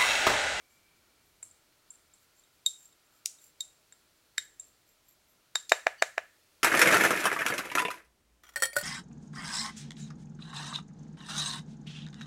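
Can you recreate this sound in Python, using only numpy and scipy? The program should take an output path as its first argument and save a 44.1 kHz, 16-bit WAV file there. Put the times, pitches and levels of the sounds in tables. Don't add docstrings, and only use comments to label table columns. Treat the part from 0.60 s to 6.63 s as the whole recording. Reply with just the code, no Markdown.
import sys
import numpy as np
from scipy import signal
from scipy.fft import rfft, irfft
from scipy.io import wavfile
from scipy.ndimage import uniform_filter1d

SR = 44100
rng = np.random.default_rng(int(sys.argv[2]) if len(sys.argv) > 2 else 0)


def rack_gain(trim_db):
    fader = np.asarray(trim_db, float)
    return 10 ** (fader / 20)


def put_to_file(sound):
    columns = np.atleast_2d(sound).T
    safe = np.clip(columns, -1, 1)
    whole_steps = np.round(safe * 32767)
    wavfile.write(sys.argv[1], SR, whole_steps.astype(np.int16))


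N = 265923

NAIL_TICKS = [(0.829, -31, -39, -15, -3), (0.9113, -47, -26, -29, -12), (1.305, -36, -39, -36, -9),
              (1.3548, -53, -25, -9, 3), (1.5368, -49, -26, -23, -21), (1.583, -60, -16, -17, -16),
              (1.8372, -58, -6, -15, -16), (2.0627, -15.5, -1.5, -59, -9.5), (2.1794, -55, -14, -32, -19),
              (2.326, -60, -5, -1.5, 1.5), (2.786, -56, -4.5, -3, -12), (3.0068, -25.5, -3, -17, -8.5),
              (3.3241, -43, -15, 2, -4.5), (3.7808, -21, -5, 13, -2.5), (3.9978, -30, -26, -20, -15)]
# start in seconds, level in dB, centre in Hz, width as a share of the centre, time to fall 60 dB
# in seconds.
NOISE_BURSTS = [(0.8283, -43.5, 1200, 1.8, 0.0075), (1.1247, -59, 1600, 0.51, .004),
                (2.6590, -8, 6600, 0.6, 0.0098), (2.6592, -32, 2900, 0.53, 0.029),
                (3.7805, -49.5, 503, 0.7, 0.0013), (4.7407, -59.5, 13000, .6, .004),
                (4.9555, -29.5, 820, 0.23, 0.0071), (5.1200, -11.5, 403.5, 0.67, 0.0074),
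                (5.0950, -20.5, 4960, 0.84, 0.062)]
FOOT_KNOCKS = [
    (4.9550, -17, -32.5, -4, 3),
    (5.1195, -3, -8, -19, -8.5),
    (5.2678, -7.5, -6, -33, -11.5),
    (5.4231, -6.5, -7, -23.5, -3),
    (5.5796, -12, -8.5, -34.5, -12.5),
]
# pitch in Hz, time to fall 60 dB in seconds,
# level in dB against the air in the cup.
HAND_AND_CUP = [(409, .006, -40.5), (1070, 0.006, -14.5), (2380, 0.00364, -2)]
FINGER_RUBS = [(.14, 0.19, -75.5, -12, 0), (.37, .06, -80, -9, -10), (.63, .08, -85, -5, -6),
               (.68, 0.12, -83, 4, 4), (1.63, 0.087, -80, -5.5, 7), (1.79, 0.12, -69.5, -11, -9),
               (1.95, 0.14, -84, 2, 3), (2.24, 0.23, -61, -14, -11), (2.46, .05, -73, -12, -17),
               (2.56, 0.15, -75, -3, -2), (2.85, 0.16, -63, -19, -1), (3.58, 0.083, -81.5, -5.5, -19),
               (3.85, 0.05, -80, 5.5, -9), (4.08, .1, -72, -7, -3), (4.3, .11, -73.5, -1, -12),
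               (4.5, .14, -69.5, 0.5, -9), (4.71, .1, -81, 9, -2)]
# pitch in Hz, width in Hz, level in dB.
SQUEAK_TONES = [(2990, 250, -62), (4550, 300, -58), (6000, 200, -68)]
# start in seconds, level in dB, centre in Hz.
POWDER_SPRAYS = [(0.828, -55.5, 8400), (1.305, -61, 8400), (1.537, -68, 8160), (2.063, -47, 7300),
                 (2.659, -48.5, 6940), (3.009, -55, 7500), (3.325, -72, 8400), (3.782, -56, 6700),
                 (3.999, -62, 7900), (4.96, -51.5, 6500), (5.123, -46, 6000), (5.269, -57.5, 6000),
                 (5.425, -49.5, 6000), (5.581, -64, 5500)]
# band centre in Hz, time to fall 60 dB in seconds, level in dB.
KITCHEN_BANDS = [(250, 0.27, -29.5), (700, 0.21, -25.5), (1820, 0.39, -30.5), (3673, 0.27, -21),
                 (5500, 0.22, -24), (7500, 0.36, -22), (10140, 0.22, -26.5), (14000, .22, -24)]
# pitch in Hz, width in Hz, level in dB.
GLASS_BOWL = [(610, 14, -10.5), (1805, 49, -7), (2170, 60, -11), (1330, 97, -4)]
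# frequency in Hz, level in dB per Hz.
HISS_COLOUR = [(12, -39), (20, -10), (100, -4.5), (234, -9.5), (388, -7.5), (700, -9.5), (4300, -11),
               (16000, -18)]
# pitch in Hz, width in Hz, early level in dB, late level in dB.
FAR_HUMS = [(28, 6.9, -95, -95), (80.2, 6.5, -98, -93.5), (615, 51, -86, -83.5), (1367, 140, -80.5, -85.5),
            (2310, 60, -79, -105), (4295, 290, -83, -86)]
# closest moment in seconds, half length in seconds, lift in dB.
VEHICLES = [
    (.55, 0.96, 8.5),
    (2.348, .35, 5),
    (4.08, 0.74, 8.5),
]

# pitch in Hz, time to fall 60 dB in seconds
THUD, FIRST, SECOND = (1710, 0.0074), (2600, 0.032), (3745, 0.037)
THIRD, FOURTH, FIFTH = (7456, 0.019), (11230, 0.016), (12230, 0.05)
CAVITY = (690, 0.012)
# centre in Hz, time to fall 60 dB in seconds
DULL_SNAP, BRIGHT_SNAP, AIR_SNAP = (5400, 0.008), (9000, 0.010), (14000, 0.007)


def unit(x):
    return x / np.sqrt(np.mean(x ** 2))


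def die_away(t, t60):
    return np.exp(-np.log(1000) * t / t60)


def resonate(x, hz, width_hz):
    return signal.lfilter(*signal.iirpeak(hz, hz / width_hz, fs=SR), x)


def noise_tone(hz, width_hz):
    return unit(resonate(rng.standard_normal(N), hz, width_hz))


def steep(x, hz, order=2):
    return signal.sosfiltfilt(signal.butter(order, hz, "high", fs=SR, output="sos"), x)


def walk(rate):
    k = int(SR / rate)
    levels = np.repeat(rng.standard_normal(N // k + 1), k)
    return uniform_filter1d(uniform_filter1d(levels, k), k)[:N]


def add(out, s, x):
    i = int(s * SR)
    out[i:i + len(x)] += x[:N - i]


def ring(mode, db, chance, rise=0.00029, stray=0.0019):
    hz, t60 = mode
    t = np.arange(4096) / SR
    fade = (1 - np.exp(-t / rise)) * die_away(t, t60)
    return rack_gain(db) * fade / fade.max() * np.sin(2 * np.pi * hz * (1 + stray * chance) * t)


def snap(mode, db, noise, spread=0.5, grit=0.11):
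    hz, t60 = mode
    t = np.arange(len(noise)) / SR
    burst = grit * noise * die_away(t, t60)
    burst[0] = 1
    burst = resonate(burst, hz, spread * hz)
    burst = resonate(burst, hz, 2 * spread * hz)
    burst = signal.lfilter(*signal.butter(2, 0.37 * hz, "high", fs=SR), burst)
    return rack_gain(db) * burst / np.abs(burst).max()


def ticks():
    out = np.zeros(N)
    for s, db, second, first, bright in NAIL_TICKS:
        c, noise = rng.standard_normal(4), rng.standard_normal((3, 4096))
        wall = ring(THIRD, db, c[0], rise=0.00032)
        wall += ring(SECOND, db + second, c[1])
        wall += ring(THUD, db + first, c[2], stray=0.062)
        wall += ring((2900, 0.005), db + first - 17.5, c[2], stray=0.078)
        wall += ring(FOURTH, db + second - 14, c[3])
        wall += ring(FIFTH, db + second / 2 - 25, c[3])
        edge = snap(DULL_SNAP, db + second + 0.22 * first + 6.5, noise[0])
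        edge += snap(BRIGHT_SNAP, db + bright, noise[1], spread=0.17)
        edge *= rack_gain(2 * min(db + 42, 0))
        air = snap(AIR_SNAP, db + second - 9.5, noise[2], spread=0.28, grit=0.31)
        add(out, s, wall + edge + air)
    return steep(out, 1860)


def noise_bursts():
    out = np.zeros(N)
    for s, db, hz, share, t60 in NOISE_BURSTS:
        add(out, s, snap((hz, t60), db, rng.standard_normal(4096), spread=share))
    return out


def knocks():
    out = np.zeros(N)
    for s, db, cavity, second, dull in FOOT_KNOCKS:
        third = second + 1.5
        c, noise = rng.standard_normal(4), rng.standard_normal((3, 4096))
        add(out, s - 0.0001, -ring(CAVITY, db + cavity, c[0], rise=0.0008, stray=0.027))
        for hz, t60, less_db in HAND_AND_CUP:
            add(out, s + 0.00093, ring((hz, t60), db + cavity + less_db, c[2], stray=0.027))
        wall = ring(THUD, db, c[1], rise=0.0001, stray=0.02)
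        wall += ring(FIRST, db - 30.5, c[1])
        wall += ring(SECOND, db + second, c[2])
        wall += ring(THIRD, db + third, c[3])
        wall += ring(FOURTH, db + third - 17, c[3])
        edge = snap(DULL_SNAP, db + dull, noise[0], spread=0.62)
        edge += snap(BRIGHT_SNAP, db + dull - 22.5, noise[1])
        edge += snap(AIR_SNAP, db + dull - 18, noise[2], grit=0.26)
        add(out, s + 0.00082, wall + edge)
    worktop_echo = rack_gain(-17.5) * np.roll(out, int(0.00172 * SR))
    wall_hz = 900
    wall_echo = rack_gain(-17) * np.roll(resonate(out, wall_hz, 1.3 * wall_hz), int(0.0092 * SR))
    return out + worktop_echo + wall_echo


def rubs(grains_per_s=1500, size_db=2.5):
    out, t = np.zeros(N), np.arange(N) / SR
    hits = rng.random(N) < grains_per_s / SR
    grit = rng.standard_normal(N) * hits * rack_gain(size_db * rng.exponential(size=N))
    third = unit(resonate(grit, THIRD[0], 110))
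    fifth = unit(resonate(grit, FIFTH[0], 260))
    dust = unit(resonate(rng.standard_normal(N) + 3 * grit, 10570, 9400))
    for s, length, db, fifth_db, dust_db in FINGER_RUBS:
        arch = np.cos(np.pi * np.clip((t - s) / length, -0.5, 0.5)).clip(0)
        touch = arch ** 1.7
        out += touch * rack_gain(db) * (third + rack_gain(fifth_db) * fifth + rack_gain(dust_db) * dust)
    return out


def squeak(start_s=5.377, length_s=0.034, rough_db=5):
    t = np.arange(N) / SR
    arch = np.sin(np.pi * np.clip((t - start_s) / length_s, 0, 1)) ** 0.5
    grip = arch * rack_gain(rough_db * walk(100))
    tones = np.zeros(N)
    for hz, width_hz, db in SQUEAK_TONES:
        tones += rack_gain(db) * unit(resonate(resonate(rng.standard_normal(N), hz, width_hz), hz, width_hz))
    return grip * tones


def sprays(top_hz=10300, t60=0.38):
    out, t = np.zeros(N), np.arange(SR // 3) / SR
    for s, db, hz in POWDER_SPRAYS:
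        width_hz = 1.7 * (top_hz - hz)
        patter = resonate(rng.standard_normal(len(t)), hz, width_hz)
        patter = unit(resonate(patter, hz, 0.93 * width_hz))
        add(out, s, rack_gain(db) * patter * np.minimum(t / 0.003, 1) * die_away(t, t60))
    return out


def halo(x, spread_s=0.0017):
    t = np.arange(-800, 801) / SR
    blur = rng.standard_normal(len(t)) * np.exp(-np.abs(t) / spread_s)
    return rack_gain(-11.5) * signal.fftconvolve(x, blur / np.sqrt(np.sum(blur ** 2)), "same")


def kitchen(x, first_s=0.00035, rise_s=0.0012):
    t = np.arange(SR // 2) / SR
    lump_levels = np.repeat(rng.standard_normal(len(t) // 30), 30)
    lumps = rack_gain(5 * np.exp(-t / 0.04) * lump_levels)
    noise = rng.standard_normal(len(t)) * lumps * np.clip((t - first_s) / rise_s, 0, 1)
    spectrum = rfft(noise)
    centres = np.log(np.array(KITCHEN_BANDS)[:, 0])
    bins = np.log(np.fft.rfftfreq(len(t), 1 / SR) + 1)
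    tail = np.zeros(len(t))
    for k, (hz, t60, db) in enumerate(KITCHEN_BANDS):
        share = np.interp(bins, centres, np.arange(len(centres)) == k)
        tail += rack_gain(db) * irfft(spectrum * share, len(t)) * die_away(t, t60)
    return signal.fftconvolve(x, tail / 10)[:N]


def bowl(walls):
    return sum(rack_gain(db) * resonate(walls, hz, width_hz) for hz, width_hz, db in GLASS_BOWL)


def hiss(fade_s=5.5):
    hz, db = np.transpose(HISS_COLOUR)
    bins = np.log(np.fft.rfftfreq(N, 1 / SR) + 1)
    colour = rack_gain(np.interp(bins, np.log(hz), db))
    out = rack_gain(-68) * unit(irfft(rfft(rng.standard_normal(N)) * colour, N))
    early = np.exp(-np.arange(N) / SR / fade_s)
    for centre_hz, width_hz, early_db, late_db in FAR_HUMS:
        hum_db = late_db + (early_db - late_db) * early + 3 * walk(4.9)
        out += noise_tone(centre_hz, width_hz) * rack_gain(hum_db)
    return out * rack_gain(0.92 * walk(0.75))


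def outside():
    t = np.arange(N) / SR
    lift_db = sum(db * np.exp(-((t - s) / half) ** 2) for s, half, db in VEHICLES)
    rumble_db = -88 + lift_db + 2.2 * walk(3.4)
    drone_db = -84 + 0.3 * lift_db + 1.7 * np.tanh(1.1 * walk(6))
    return noise_tone(55, 80) * rack_gain(rumble_db) + noise_tone(320, 110) * rack_gain(drone_db)


def scene():
    cup = steep(ticks() + noise_bursts() + knocks() + rubs() + squeak(), 350, order=3)
    walls = kitchen(cup)
    mix = cup + halo(cup) + sprays() + walls + bowl(walls) + hiss() + outside()
    return mix[None]


def roll_off(x):
    return signal.sosfilt(signal.butter(12, 16460, fs=SR, output="sos"), x)


def record(dry):
    top_cut = signal.ellip(6, 0.1, 30, 15900, fs=SR, output="sos")
    mix = signal.sosfiltfilt(top_cut, np.clip(dry, -1, 1))
    return roll_off(mix)


dry = scene()
out = record(dry)
put_to_file(out)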